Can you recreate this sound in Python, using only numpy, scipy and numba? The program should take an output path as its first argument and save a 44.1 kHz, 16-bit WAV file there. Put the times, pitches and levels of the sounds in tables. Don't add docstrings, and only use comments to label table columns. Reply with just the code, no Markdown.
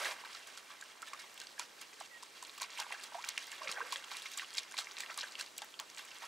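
import sys
import numpy as np
from scipy import signal
from scipy.fft import rfft, irfft, next_fast_len
from scipy.io import wavfile
from scipy.ndimage import uniform_filter1d
from numba import njit

SR = 44100
rng = np.random.default_rng(int(sys.argv[2]) if len(sys.argv) > 2 else 0)


def wav_record(signal):
    frames = np.transpose(np.atleast_2d(signal))
    bounded = np.clip(frames, -1, 1)
    quanta = np.round(bounded * 32767).astype(np.int16)
    wavfile.write(sys.argv[1], SR, quanta)


N = 276639


def undb(db):
    return 10 ** (np.asarray(db) / 20)


def level(x, db):
    return x * undb(db) / np.sqrt(np.mean(x ** 2))


def colour(x, table):
    hz, db = np.transpose(table)
    size = next_fast_len(N, True)
    bins = np.linspace(1, SR / 2, size // 2 + 1)
    gain = undb(np.interp(np.log(bins), np.log(hz), db))
    return irfft(rfft(x, size) * gain, size)[..., :N]


def walk(rate):
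    hold = int(SR / rate)
    steps = np.repeat(rng.standard_normal(N // hold + 1), hold)
    slow = uniform_filter1d(uniform_filter1d(steps, hold), hold)[:N]
    return slow / np.std(slow)


@njit
def ring(start, hz, attack, t60, rise, size, side):
    out = np.zeros((2, N))
    for g in range(len(start)):
        phasor, shut = size[g] + 0j, 1.
        turn = np.exp(2j * np.pi * hz[g] / SR - np.log(1000.) / (t60[g] * SR))
        glide = np.exp(2j * np.pi * hz[g] * np.log(2.) * rise[g] / SR ** 2)
        swell = np.exp(-1 / (attack[g] * SR))
        first = int(start[g] * SR)
        for j in range(max(first, 0), min(first + int(t60[g] * SR), N)):
            pressure = phasor.imag * (1 - shut) ** 2
            out[0, j] += pressure
            out[1, j] += pressure * side[g]
            phasor *= turn
            turn *= glide
            shut *= swell
    return out


def drops(s, hz, cycles, size, side):
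    s, hz, cycles, size, side = (np.ravel(c) for c in np.broadcast_arrays(s, hz, cycles, size, side))
    return ring(s, hz, 0.4 / hz, cycles / hz, 0.016 * hz, size, side)


def slaps(spray_gain, count=7):
    # start in seconds, level in dB, centre pitch in Hz, length in ms, edge in relative dB.
    hits = [(0.0463, -27, 3630, 2.6, -28), (0.0794, -36, 3100, 3, -26), (0.1104, -33, 4260, 3.2, -30),
            (0.249, -37.5, 3880, 3, -27), (0.3312, -38, 4900, 4.3, -27), (0.3487, -32.5, 4570, 3.4, -27),
            (0.4683, -48, 3100, 3.7, -16), (0.5743, -41, 4460, 3.6, -23), (0.7142, -41, 3280, 4.6, -29),
            (0.8111, -41, 3580, 3.4, -11), (1.0202, -49, 2600, 2.1, -4), (1.1328, -36, 2230, 3.2, -20),
            (1.1927, -43, 4500, 3.6, -25), (1.3763, -38, 2950, 2.8, -18), (1.4018, -34, 4040, 1.7, -22),
            (1.4154, -35, 3900, 3.1, -30), (1.47, -33.5, 4570, 2.8, -29), (1.5941, -34, 2300, 4.9, -8),
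            (1.8135, -42, 3000, 2.9, -4.5), (1.93, -42, 2200, 2.9, -35), (2.0026, -33.5, 7900, 1.9, -27),
            (2.2253, -38.5, 5040, 2.8, -16), (2.4256, -36, 6300, 2.5, -11), (2.437, -38, 8800, 3, -26),
            (2.4494, -34.5, 3970, 2.5, -21), (2.4953, -36, 3630, 3, -22), (2.5782, -37, 2740, 3.3, -16),
            (2.6, -32.5, 4500, 2, -26), (2.6172, -25, 6960, 3.8, -25), (2.6297, -27.5, 3880, 1.7, -32),
            (2.644, -37.5, 2580, 1.9, -30), (2.697, -42, 2190, 4.4, -35), (2.704, -37, 4800, 2, -28),
            (2.7184, -40, 3320, 4.4, -31), (2.7335, -38, 3260, 3.2, -30), (2.7746, -31.5, 2400, 3.8, -30),
            (2.784, -31, 2870, 2, -33), (2.8001, -25.5, 4320, 3.4, -13), (2.8252, -33.5, 2500, 3.3, -25),
            (2.9233, -29.5, 2440, 2.8, -29), (2.997, -40, 2600, 3, -33), (3.0368, -35, 4350, 2.9, -10),
            (3.1467, -38.5, 3150, 2.7, -29), (3.224, -36, 4200, 1.2, -29), (3.241, -30, 2280, 3.8, -36),
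            (3.2878, -24, 4100, 2.1, -14), (3.3026, -35, 4260, 3.6, -24), (3.3765, -23, 2840, 1.93, -38),
            (3.5154, -44, 2820, 4.9, -5), (3.5593, -44, 2210, 3, -32), (3.581, -37, 3450, 3.4, -32),
            (3.6326, -34, 4930, 2.2, -36), (3.6745, -26.5, 2340, 4.5, -35), (3.6915, -28, 2350, 2.9, -37),
            (3.7148, -28, 4830, 3.5, -10), (3.7233, -30, 3840, 2.2, -18), (3.8142, -51, 2360, 3, -27),
            (3.9236, -24, 4050, 2.37, -18), (3.94, -31, 6600, 2.6, -40), (3.9588, -24.5, 3220, 2.5, -40),
            (4.0412, -35.5, 3140, 3.2, -37), (4.115, -29.5, 4040, 2.2, -31), (4.1515, -39, 2460, 2.5, -21),
            (4.1684, -32.5, 3800, 2.6, -9.5), (4.1979, -38, 4160, 3, -33), (4.2202, -33.5, 3620, 3.1, -32),
            (4.2577, -31.5, 2220, 3.5, -34), (4.336, -34, 6100, 2.6, -22), (4.366, -43, 5000, 3, -28),
            (4.374, -30.5, 7600, 2.9, -7.5), (4.3854, -31, 3500, 2.4, -30), (4.3959, -28, 2960, 2.9, -35),
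            (4.4453, -35.5, 2830, 2.8, -35), (4.4745, -50, 2780, 2.6, -32), (4.505, -47, 2870, 3.7, -23),
            (4.53, -36.5, 4400, 4.7, -23), (4.54, -35, 7290, 6.9, -28), (4.5471, -35.5, 3150, 4.7, -24),
            (4.5617, -39, 3760, 3, -16), (4.5704, -27, 5130, 3.7, -31), (4.581, -19, 4240, 2.25, -38),
            (4.6324, -36, 5360, 3.7, -29), (4.679, -45, 3200, 1.97, -33), (4.7125, -40, 7040, 2.4, -24),
            (4.7411, -35.5, 2220, 2.3, -29), (4.7684, -29.5, 3770, 3.2, -33), (4.778, -27, 4500, 4, -35),
            (4.787, -22, 3900, 2.3, -33), (4.8104, -34, 3030, 3.1, -26), (4.8444, -33.5, 5630, 3.8, -31),
            (4.8702, -33.5, 2220, 2.8, -31), (4.9117, -33.5, 4040, 2.5, -30),
            (4.968, -32.5, 3820, 3.5, -28), (4.9808, -33, 2390, 2.6, -23), (5.0045, -32, 2180, 3.45, -22),
            (5.0617, -34, 2700, 2, -32), (5.1004, -33, 2330, 5.2, -35), (5.1757, -25.5, 8600, 2.3, -18),
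            (5.188, -25.5, 3910, 4.4, -34), (5.2095, -24, 3960, 3.3, -34), (5.231, -31, 2980, 3.1, -36),
            (5.321, -35.5, 4560, 2.3, -20), (5.3535, -31, 2860, 1.5, -36), (5.3805, -42, 3020, 3.7, -16),
            (5.3967, -33.5, 2500, 2.6, -9), (5.4102, -24.5, 4480, 2.7, -18.5), (5.462, -35, 4370, 4.1, -20),
            (5.566, -39, 5500, 2.2, -35), (5.5783, -35.5, 7050, 3.7, -5.5), (5.5873, -36, 2720, 1.5, -35),
            (5.594, -48, 7800, 3, -30), (5.6192, -32.5, 3450, 3.3, -18), (5.6885, -46, 4000, 3, -30),
            (5.727, -53, 2300, 3, -35), (5.7407, -37.5, 3060, 3.8, -34), (5.792, -29, 4250, 3.9, -31),
            (5.7985, -36, 3100, 1.34, -24), (5.9002, -36.5, 5700, 3.9, -20), (5.9743, -38, 2750, 2.7, -24),
            (5.993, -34, 2580, 2.5, -18), (6.0487, -45.5, 2250, 3.5, -4.5), (6.114, -37, 2900, 3.3, -32),
            (6.2207, -43, 2840, 4.6, -26), (6.2417, -40, 3000, 3.2, -27)]
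    s, db, hz, ms, edge_db = np.vstack([hits, strays(spray_gain)]).T[..., None]
    u = rng.random((len(s), 3, count))
    detune = rng.standard_normal((len(s), count))
    side = -.5 + 0.19 * rng.standard_normal(s.shape)
    follower = np.arange(count) > 0
    onset = s + follower * ms / 1000 * u[:, 0]
    pitch = np.clip(hz * 2 ** (0.575 * detune * follower), 1200, 11000)
    size = undb(db + np.where(follower, -5.5, 3))
    crowd = drops(onset, pitch, np.where(follower, 11., 16), size, side)
    edge = drops(onset + 0.0011 * u[:, 2], 7500 * 1.14 ** u[:, 1], 8.5, undb(db + edge_db + 13.5), side)
    delay, height = rng.random((2, len(s), 10))
    wait = 0.042 * delay
    trail_size = undb(db - 6.5 + 9.3 * height - 630 * wait)
    trail = drops(s + ms / 1000 + wait, 2200 * 4.06 ** height, 15.2, trail_size, side)
    return crowd + edge + trail


def strays(spray_gain, count=110, ms=1.5, edge_db=-36):
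    when, weakness, height = rng.random((count, 3)).T
    db = 20 * np.log10(spray_gain[(when * N).astype(int)]) + 12 - 8 * weakness
    hz = 2300 * 2.58 ** height
    return np.transpose([when * N / SR, db, hz, np.full(count, ms), np.full(count, edge_db)])


def stirred(throw_s=0.0041, spray_fall_s=0.039, gurgle_fall_s=0.035):
    # time in seconds, spray level in dB, gurgle level in dB.
    stir = [(0.0, -59, -55), (0.33, -56.5, -60.5), (0.57, -59, -65.5), (1.17, -61, -61.5),
            (1.69, -62.5, -67.5), (2.44, -59, -68), (2.79, -55, -60.5), (3.07, -54.5, -59.5),
            (3.54, -52.5, -60), (3.77, -52.5, -51), (4.26, -55.5, -63), (4.63, -57.5, -63),
            (4.98, -56.5, -59.5), (5.2, -53.5, -58), (5.59, -62, -69.5), (5.85, -61, -73),
            (6.01, -57.5, -61.5), (6.27, -56, -66)]
    # time in seconds, spray level in dB, gurgle in relative dB.
    steps = [(0.057, -21.5, -7), (0.249, -38, -3), (0.3496, -36, -20), (0.471, -34, -10.5),
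             (0.573, -32, -15), (0.705, -35, -2.5), (0.8111, -46, -18), (1.02, -38, -30), (1.1323, -39, -6),
             (1.196, -30.5, -13.5), (1.402, -27.5, -21), (1.597, -27, -14), (1.815, -30.5, -16),
             (2.005, -36, -7), (2.2253, -44, -16), (2.4264, -44, -2), (2.6123, -22.5, -11.5),
             (2.797, -28, -1), (2.922, -35.5, 3), (3.0355, -40, -24), (3.1467, -56, -2), (3.242, -27, -28),
             (3.2875, -32, -4), (3.3772, -42, -20), (3.5154, -31, -10), (3.6326, -35, -5),
             (3.6915, -32.5, -1), (3.7676, -43, 13.5), (3.8127, -46, -5), (3.924, -22, -28),
             (4.116, -23, -11.5), (4.256, -28, -18), (4.379, -26.5, -33), (4.576, -24.5, -36),
             (4.781, -21.5, -16), (5, -27, -24), (5.1008, -54, -1), (5.178, -27.5, -20), (5.232, -33.5, -5),
             (5.391, -25, -16.5), (5.5787, -35, -19), (5.619, -33.5, -6.5), (5.797, -35.5, -1),
             (5.977, -28, -12), (6.1135, -42, -7), (6.225, -27.5, -8)]
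    t = np.arange(N) / SR
    s, *base_db = np.transpose(stir)
    spray_power, gurgle_power = (undb(np.interp(t, s, db)) ** 2 for db in base_db)
    for at, db, gurgle_db in steps:
        i = slice(max(int((at - .1) * SR), 0), int((at + .3) * SR))
        swell = np.minimum(t[i] - at, 0) / throw_s
        after = np.maximum(t[i] - at, 0)
        spray_power[i] += (undb(db - 20) * np.exp(swell - after / spray_fall_s)) ** 2
        gurgle_power[i] += (undb(db + gurgle_db - 14.5) * np.exp(swell - after / gurgle_fall_s)) ** 2
    return np.sqrt(spray_power), np.sqrt(gurgle_power)


def patter(count, mid_hz, octaves, cycles, tilt_db, scatter_db, lean, spread):
    when, chance = rng.random((count, 2)).T
    detune, across = rng.standard_normal((count, 2)).T
    hz = np.clip(mid_hz * 2 ** (octaves * detune), 300, 17000)
    luck = -np.log(1 - .99 * chance)
    size = undb(scatter_db * luck + tilt_db * octaves * detune)
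    shower = drops(when * N / SR, hz, cycles, size, lean + spread * across)
    return shower / np.sqrt(np.mean(shower[0] ** 2))


def churn(spray_gain, gurgle_gain):
    spray = patter(16000, 4165, octaves=.654, cycles=24., tilt_db=.5, scatter_db=2.7, lean=-.79, spread=.77)
    mist = patter(9000, 10000, octaves=.3, cycles=14., tilt_db=-3, scatter_db=2, lean=0, spread=.9)
    wash = patter(40000, 3440, octaves=.936, cycles=7.8, tilt_db=2, scatter_db=2.1, lean=-.89, spread=.97)
    gurgle = patter(4500, 1400, octaves=.5, cycles=13.8, tilt_db=3, scatter_db=2, lean=-.52, spread=.8)
    patchy = undb(2.2 * (walk(45) - .3))
    thrown = undb(-1.5) * spray + undb(-18) * mist + undb(-7) * wash
    return spray_gain * patchy * thrown + gurgle_gain * gurgle


def plops(rise_octaves_per_s=2.1):
    # start in seconds, level in dB, pitch in Hz, length in ms.
    pockets = [(0.014, -33.5, 1250, 8.9), (0.037, -33, 1580, 5.7), (0.056, -30, 1880, 4.5),
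               (0.068, -31, 1670, 5.4), (0.119, -38, 1020, 5.4), (0.164, -38, 1570, 3.8),
               (0.238, -41, 960, 5.8), (0.251, -41, 1500, 6), (0.35, -39, 1330, 5), (0.37, -41, 1810, 5.9),
               (0.575, -43, 1400, 7.3), (0.825, -34, 1610, 4.8), (1.028, -31.5, 1370, 6.2),
               (1.076, -42, 1740, 8), (1.133, -34.5, 1150, 5.2), (1.145, -40, 1240, 7),
               (1.241, -45, 915, 5.3), (1.416, -43, 1580, 5.9), (1.58, -38, 1660, 5.1),
               (1.595, -36.5, 960, 8.5), (1.613, -37.5, 1390, 6.2), (2.008, -39, 1150, 3.6),
               (2.011, -34.5, 790, 3.82), (2.23, -37.5, 1025, 5.6), (2.427, -37, 995, 5.3),
               (2.581, -41, 1180, 5.2), (2.619, -33, 1010, 5.7), (2.639, -41.5, 1040, 7.3),
               (2.79, -33, 900, 5.9), (2.802, -34, 920, 5.2), (2.819, -32.5, 1610, 5.3),
               (2.865, -39, 925, 6.3), (2.907, -34, 950, 5.4), (2.921, -35, 2010, 4.9),
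               (2.947, -34, 1610, 5), (3.122, -39, 925, 5.2), (3.145, -35, 930, 7.5), (3.15, -49, 1650, 11),
               (3.163, -46, 935, 14), (3.242, -34.5, 1390, 4.7), (3.529, -38, 1720, 9.2),
               (3.617, -32.5, 1053, 7.1), (3.673, -34.5, 2140, 7.6), (3.773, -38, 1530, 9.1),
               (3.782, -33, 807, 5.6), (3.805, -28.5, 1070, 4.2), (3.813, -26, 1550, 6.7),
               (3.815, -38, 1180, 5.4), (3.927, -30, 1035, 5.2), (3.958, -38.5, 1990, 6.8),
               (4.115, -35, 1150, 5.7), (4.263, -47, 1240, 14), (4.376, -39, 1180, 6.7),
               (4.396, -32, 1890, 4.8), (4.42, -32.5, 1500, 3.8), (4.428, -42.5, 1130, 9),
               (4.556, -41, 2080, 4), (4.716, -41.5, 1540, 4.8), (4.742, -40.5, 1020, 5),
               (4.787, -37, 1090, 5.6), (4.815, -42, 1290, 7.6), (5.035, -33, 1850, 5),
               (5.098, -34.5, 1480, 5.6), (5.1, -44, 700, 7.9), (5.111, -36, 1310, 7.3),
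               (5.178, -34, 1170, 5.9), (5.188, -40, 1080, 5), (5.232, -36, 1410, 3.3),
               (5.239, -31, 1645, 6), (5.395, -51, 1940, 7.9), (5.41, -38.5, 1600, 7.3),
               (5.619, -36.5, 853, 6), (5.63, -47, 842, 8.2), (5.797, -36.5, 1070, 6.8),
               (5.806, -49, 1130, 6.7), (5.993, -55, 1650, 7.7), (6.223, -45, 900, 6.5),
               (6.237, -39, 960, 8.1)]
    s, db, hz, ms = np.transpose(pockets)
    side = -.6 + 0.12 * rng.standard_normal(len(s))
    rise = np.full(len(s), rise_octaves_per_s)
    main = ring(s - .0008, hz, 0.00022 * ms, 0.0027 * ms, rise, undb(db + 7.5), side)
    delay, height = rng.random((2, len(s), 6))
    s, db, hz, ms, side = (c[:, None] for c in (s, db, hz, ms, side))
    beside_hz = hz * 2 ** (1.64 * height - .3)
    beside = drops(s + 1.291 * ms / 1000 * delay, beside_hz, 10.2, undb(db - 10.5), side)
    twins = drops(s + .0004 * ms * delay[:, :2], hz * np.array([.84, 1.28]), 6., undb(db - 3), side)
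    return main + beside + twins


def cracks(ring_ms=1.38, side=-.4):
    # time in seconds, treble level in dB, then middle and top in dB relative to it.
    clicks = [(0.3507, -49, 6, -12), (0.4732, -39, -4, -15), (0.5757, -42, 6, -18), (0.5797, -41, -6, -20),
              (0.813, -38.5, -3, -23), (0.8395, -45, -10, -30), (1.0203, -39, 3, -13),
              (1.0259, -41, -5, -15), (1.1348, -41, 7, -12), (1.1384, -45, 3, -17), (1.343, -47, -2, -1),
              (1.3783, -50, 9, -3), (1.401, -36.5, -4, -17), (1.4168, -43, 4, -21), (1.5923, -37, -5, -30),
              (1.596, -28, 3, -22), (1.6051, -44, 1, -22), (1.8136, -45, -1, -4), (1.9418, -48, 0, -22),
              (2.0049, -51, -10, -17), (2.0221, -45, -9, -20), (2.2304, -43, 0, -12), (2.235, -41, 2, -27),
              (2.4278, -40, -8, -10), (2.4378, -45, -6, -22), (2.4704, -47, -3, -12), (2.5817, -41, -5, -4),
              (2.6205, -31, -3, -12), (2.6322, -37, -2, -22), (2.787, -39, -6, -25), (2.801, -29.5, 3, -24),
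              (2.8232, -45, -2, -7), (3.0371, -43, -1, -15), (3.0407, -42, 3, -8), (3.2144, -47, 2, -28),
              (3.2414, -44, 9, -21), (3.248, -36, 3, -17), (3.2906, -25.5, -15, -13), (3.304, -43, 3, -18),
              (3.3793, -32.5, 3, -21), (3.4427, -44, 3, -19), (3.469, -42, 1, -5), (3.518, -39, 0, -14),
              (3.6892, -50, -6, -27), (3.7155, -36, -2, -18), (3.7244, -39, 5, -18), (3.908, -40, -7, -20),
              (3.9253, -32, 7, -25), (3.9334, -46, -1, -21), (3.9407, -40, -1, -24), (4.1102, -45, 4, -31),
              (4.1693, -38, -6, -12), (4.2269, -48, 2, -23), (4.318, -40, -2, -9), (4.3404, -45, 3, -25),
              (4.3776, -31, -8, -23), (4.3872, -35, 0, -26), (4.5059, -44, 2, -24), (4.5379, -45, -8, -22),
              (4.5426, -47, -5, -25), (4.5517, -40, 4, -10), (4.5741, -32, -3, -21), (4.5844, -39, 6, -22),
              (4.5873, -35, 6, -16), (4.634, -45, -2, -23), (4.7126, -43, -15, -27), (4.7227, -37, -6, -25),
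              (4.779, -34, 3, -23), (4.79, -29.5, 4, -20), (4.812, -40, -6, -28), (4.8865, -49, 6, -24),
              (4.9178, -43, -5, -19), (4.986, -36, 2, -27), (4.9978, -42, -7, -18), (5.0058, -30, 4, -18),
              (5.0183, -43, -6, -15), (5.1265, -46, -5, -21), (5.1436, -41, 3, -27), (5.1768, -35, -6, -8),
              (5.218, -46, -3, -23), (5.312, -44, -9, -26), (5.3244, -47, 1, -21), (5.397, -41, 5, -6),
              (5.412, -40, 7, -26), (5.5813, -30, -3, -5), (5.6199, -40, 1, -22), (5.6458, -46, -6, 2),
              (5.7925, -52, 7, -32), (5.8, -31.5, -1, -9), (5.948, -41, 3, -21), (5.9655, -40, -10, -12),
              (5.983, -36, -8, -22), (6.0555, -47, 0, -3), (6.1853, -44, 3, -21), (6.253, -42, 3, -18)]
    band_hz = np.array([2800, 4600, 7000, 9300, 12500, 14800])
    band_db = np.array([-10, 6.5, 6.5, -3, 1.5, 3])
    s, db, mid_db, top_db = np.transpose(clicks)[..., None]
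    u = rng.random((len(s), 3, len(band_hz)))
    hz = band_hz * (.93 + .14 * u[:, 0])
    tilt_db = band_db + (band_hz < 6000) * np.minimum(mid_db, 3) + (band_hz > 11000) * top_db
    size = undb(db + tilt_db + 4)
    cycles = hz * ring_ms / 1000
    click = drops(s - .0003 + .0003 * u[:, 1], hz, cycles, size, side)
    rebound = drops(s + .0003 + .0015 * u[:, 2], hz, cycles, size * undb(-11), side)
    return click + rebound


def sharp_clicks(cycles=2.5, side=-.3):
    # start in seconds, level in dB.
    snaps = [(5.005, -32), (5.41, -28), (5.581, -34), (5.7987, -19.5)]
    s, db = np.transpose(snaps)[..., None]
    hz = np.array([3500, 7000, 13000])
    size = -undb(db + np.array([9, 8, 5]))
    return drops(s, hz, cycles, size, side) + drops(s + .0009, hz, cycles, size * undb(-8), side)


def surge():
    # time in seconds, level in dB.
    envelope = [(0.0, -42.5), (0.028, -40), (0.06, -41), (0.13, -41), (0.16, -54), (0.2, -53)]
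    # frequency in Hz, relative noise density in dB.
    spectrum = [(88, -63), (150, -10), (430, -9), (564, -2.5), (1140, -2.5), (1850, -4.5), (2080, -2),
                (10100, -16.5), (15800, -28)]
    s, db = np.transpose(envelope)
    t = np.arange(N) / SR
    pressure, sideways = level(colour(rng.standard_normal((2, N)), spectrum), -1)
    gain = undb(np.interp(t, s, db) + 1.25 * walk(139))
    fade = np.clip((s[-1] - t) / 0.12, 0, 1)
    return gain * fade * np.array([pressure, 0.44 * sideways - 0.6 * pressure])


def tone(table, side):
    s, hz, db = np.transpose(table)
    t = np.arange(N) / SR
    fade = np.clip(np.minimum(t - s[0], s[-1] - t) / 0.0013, 0, 1)
    wave = np.sin(2 * np.pi * np.cumsum(np.interp(t, s, hz)) / SR)
    return np.sqrt(2) * fade * undb(np.interp(t, s, db)) * wave * np.array([[1], [side]])


def glug():
    # time in seconds, pitch in Hz, level in dB.
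    cavity = [(3.149, 721, -59), (3.153, 718, -38), (3.16, 700, -41), (3.165, 672, -51), (3.18, 760, -54),
              (3.191, 946, -45), (3.205, 1100, -57), (3.215, 1500, -55)]
    return undb(2 * walk(180)) * tone(cavity, side=-0.41)


def slosh(count=45):
    # time in seconds, pitch of the hollow in Hz, level in dB.
    hollow = [(3.601, 650, -50), (3.64, 620, -47.5), (3.69, 490, -47), (3.72, 470, -55),
              (3.745, 520, -49.5), (3.79, 475, -60), (3.825, 472, -44), (3.86, 493, -58), (3.9, 500, -58),
              (3.96, 544, -56), (4.019, 553, -68)]
    s, hz, db = np.transpose(hollow)
    jitter, detune = rng.random((count, 2)).T
    when = s[0] + (s[-1] - s[0]) * (np.arange(count) + jitter) / count
    pitch = np.interp(when, s, hz) * (.95 + .04 * detune)
    return drops(when, pitch, cycles=25., size=undb(np.interp(when, s, db) + .7), side=-0.63)


def thud(at_s=3.688, hz=185, length_s=.026):
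    onsets = at_s + length_s * np.array([0, .3, .6])
    return drops(onsets, hz * np.array([1, 1.6, 2.3]), cycles=6.2, size=undb(-49), side=-.3)


def bird():
    # time in seconds, pitch in Hz, level in dB.
    note = [(2.105, 2100, -71), (2.115, 1980, -59), (2.143, 1894, -58), (2.175, 1880, -57),
            (2.19, 1850, -80)]
    return undb(walk(60)) * tone(note, side=-1.6)


def banks(x, t60_s=.06, echo_db=-14):
    t = np.arange(int(.15 * SR)) / SR
    tail = rng.standard_normal((2, len(t))) * undb(-60 * t / t60_s) * np.clip(t / 0.0026, 0, 1)
    tail = signal.sosfilt(signal.butter(1, [900, 5000], "band", fs=SR, output="sos"), tail)
    tail = tail / np.sqrt(np.sum(tail[0] ** 2))
    return undb(echo_db) * signal.fftconvolve(x[:1], tail, axes=1)[:, :N]


def brook():
    # frequency in Hz, relative noise density in dB.
    spectrum = [(25, -45), (40, -27), (63, -16.5), (160, -12), (250, -4.5), (400, -0.5), (1000, -3),
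                (2000, -7), (4000, -7), (6300, -8.5), (8000, -8.5), (10000, -15), (12000, -18),
                (14000, -20), (16000, -21.5)]
    pressure, sideways = level(colour(rng.standard_normal((2, N)), spectrum), -61.5)
    swell = undb(.5 * walk(3))
    return swell * np.array([pressure, 2.22 * sideways - 0.28 * pressure])


def scene():
    # time in seconds, added sideways share.
    drift = [(0, 0.019), (4.0, 0), (4.7, 0.15), (5.7, 0.33), (6.2, 0)]
    # frequency in Hz, sideways gain in dB.
    ports = [(60, -28), (125, -17), (250, -13), (500, -9.5), (1000, -8.5), (2000, -10), (4000, -14),
             (8000, -18), (15000, -21.5)]
    spray_gain, gurgle_gain = stirred()
    water = churn(spray_gain, gurgle_gain) + slaps(spray_gain) + plops()
    water = water + cracks() + sharp_clicks() + surge() + glug()
    water = signal.sosfilt(signal.butter(3, 380, "high", fs=SR, output="sos"), water)
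    direct = water + slosh() + thud() + bird()
    direct[1] += np.interp(np.arange(N) / SR, *np.transpose(drift)) * direct[0]
    pressure, sideways = direct + banks(direct) + brook()
    side = colour(sideways, ports)
    return np.array([pressure + side, pressure - side])


def record(dry):
    dry = signal.sosfilt(signal.butter(2, 30, "high", fs=SR, output="sos"), dry)
    return signal.sosfilt(signal.ellip(10, .2, 70, 15650, fs=SR, output="sos"), dry)


dry = scene()
out = record(dry)
wav_record(out)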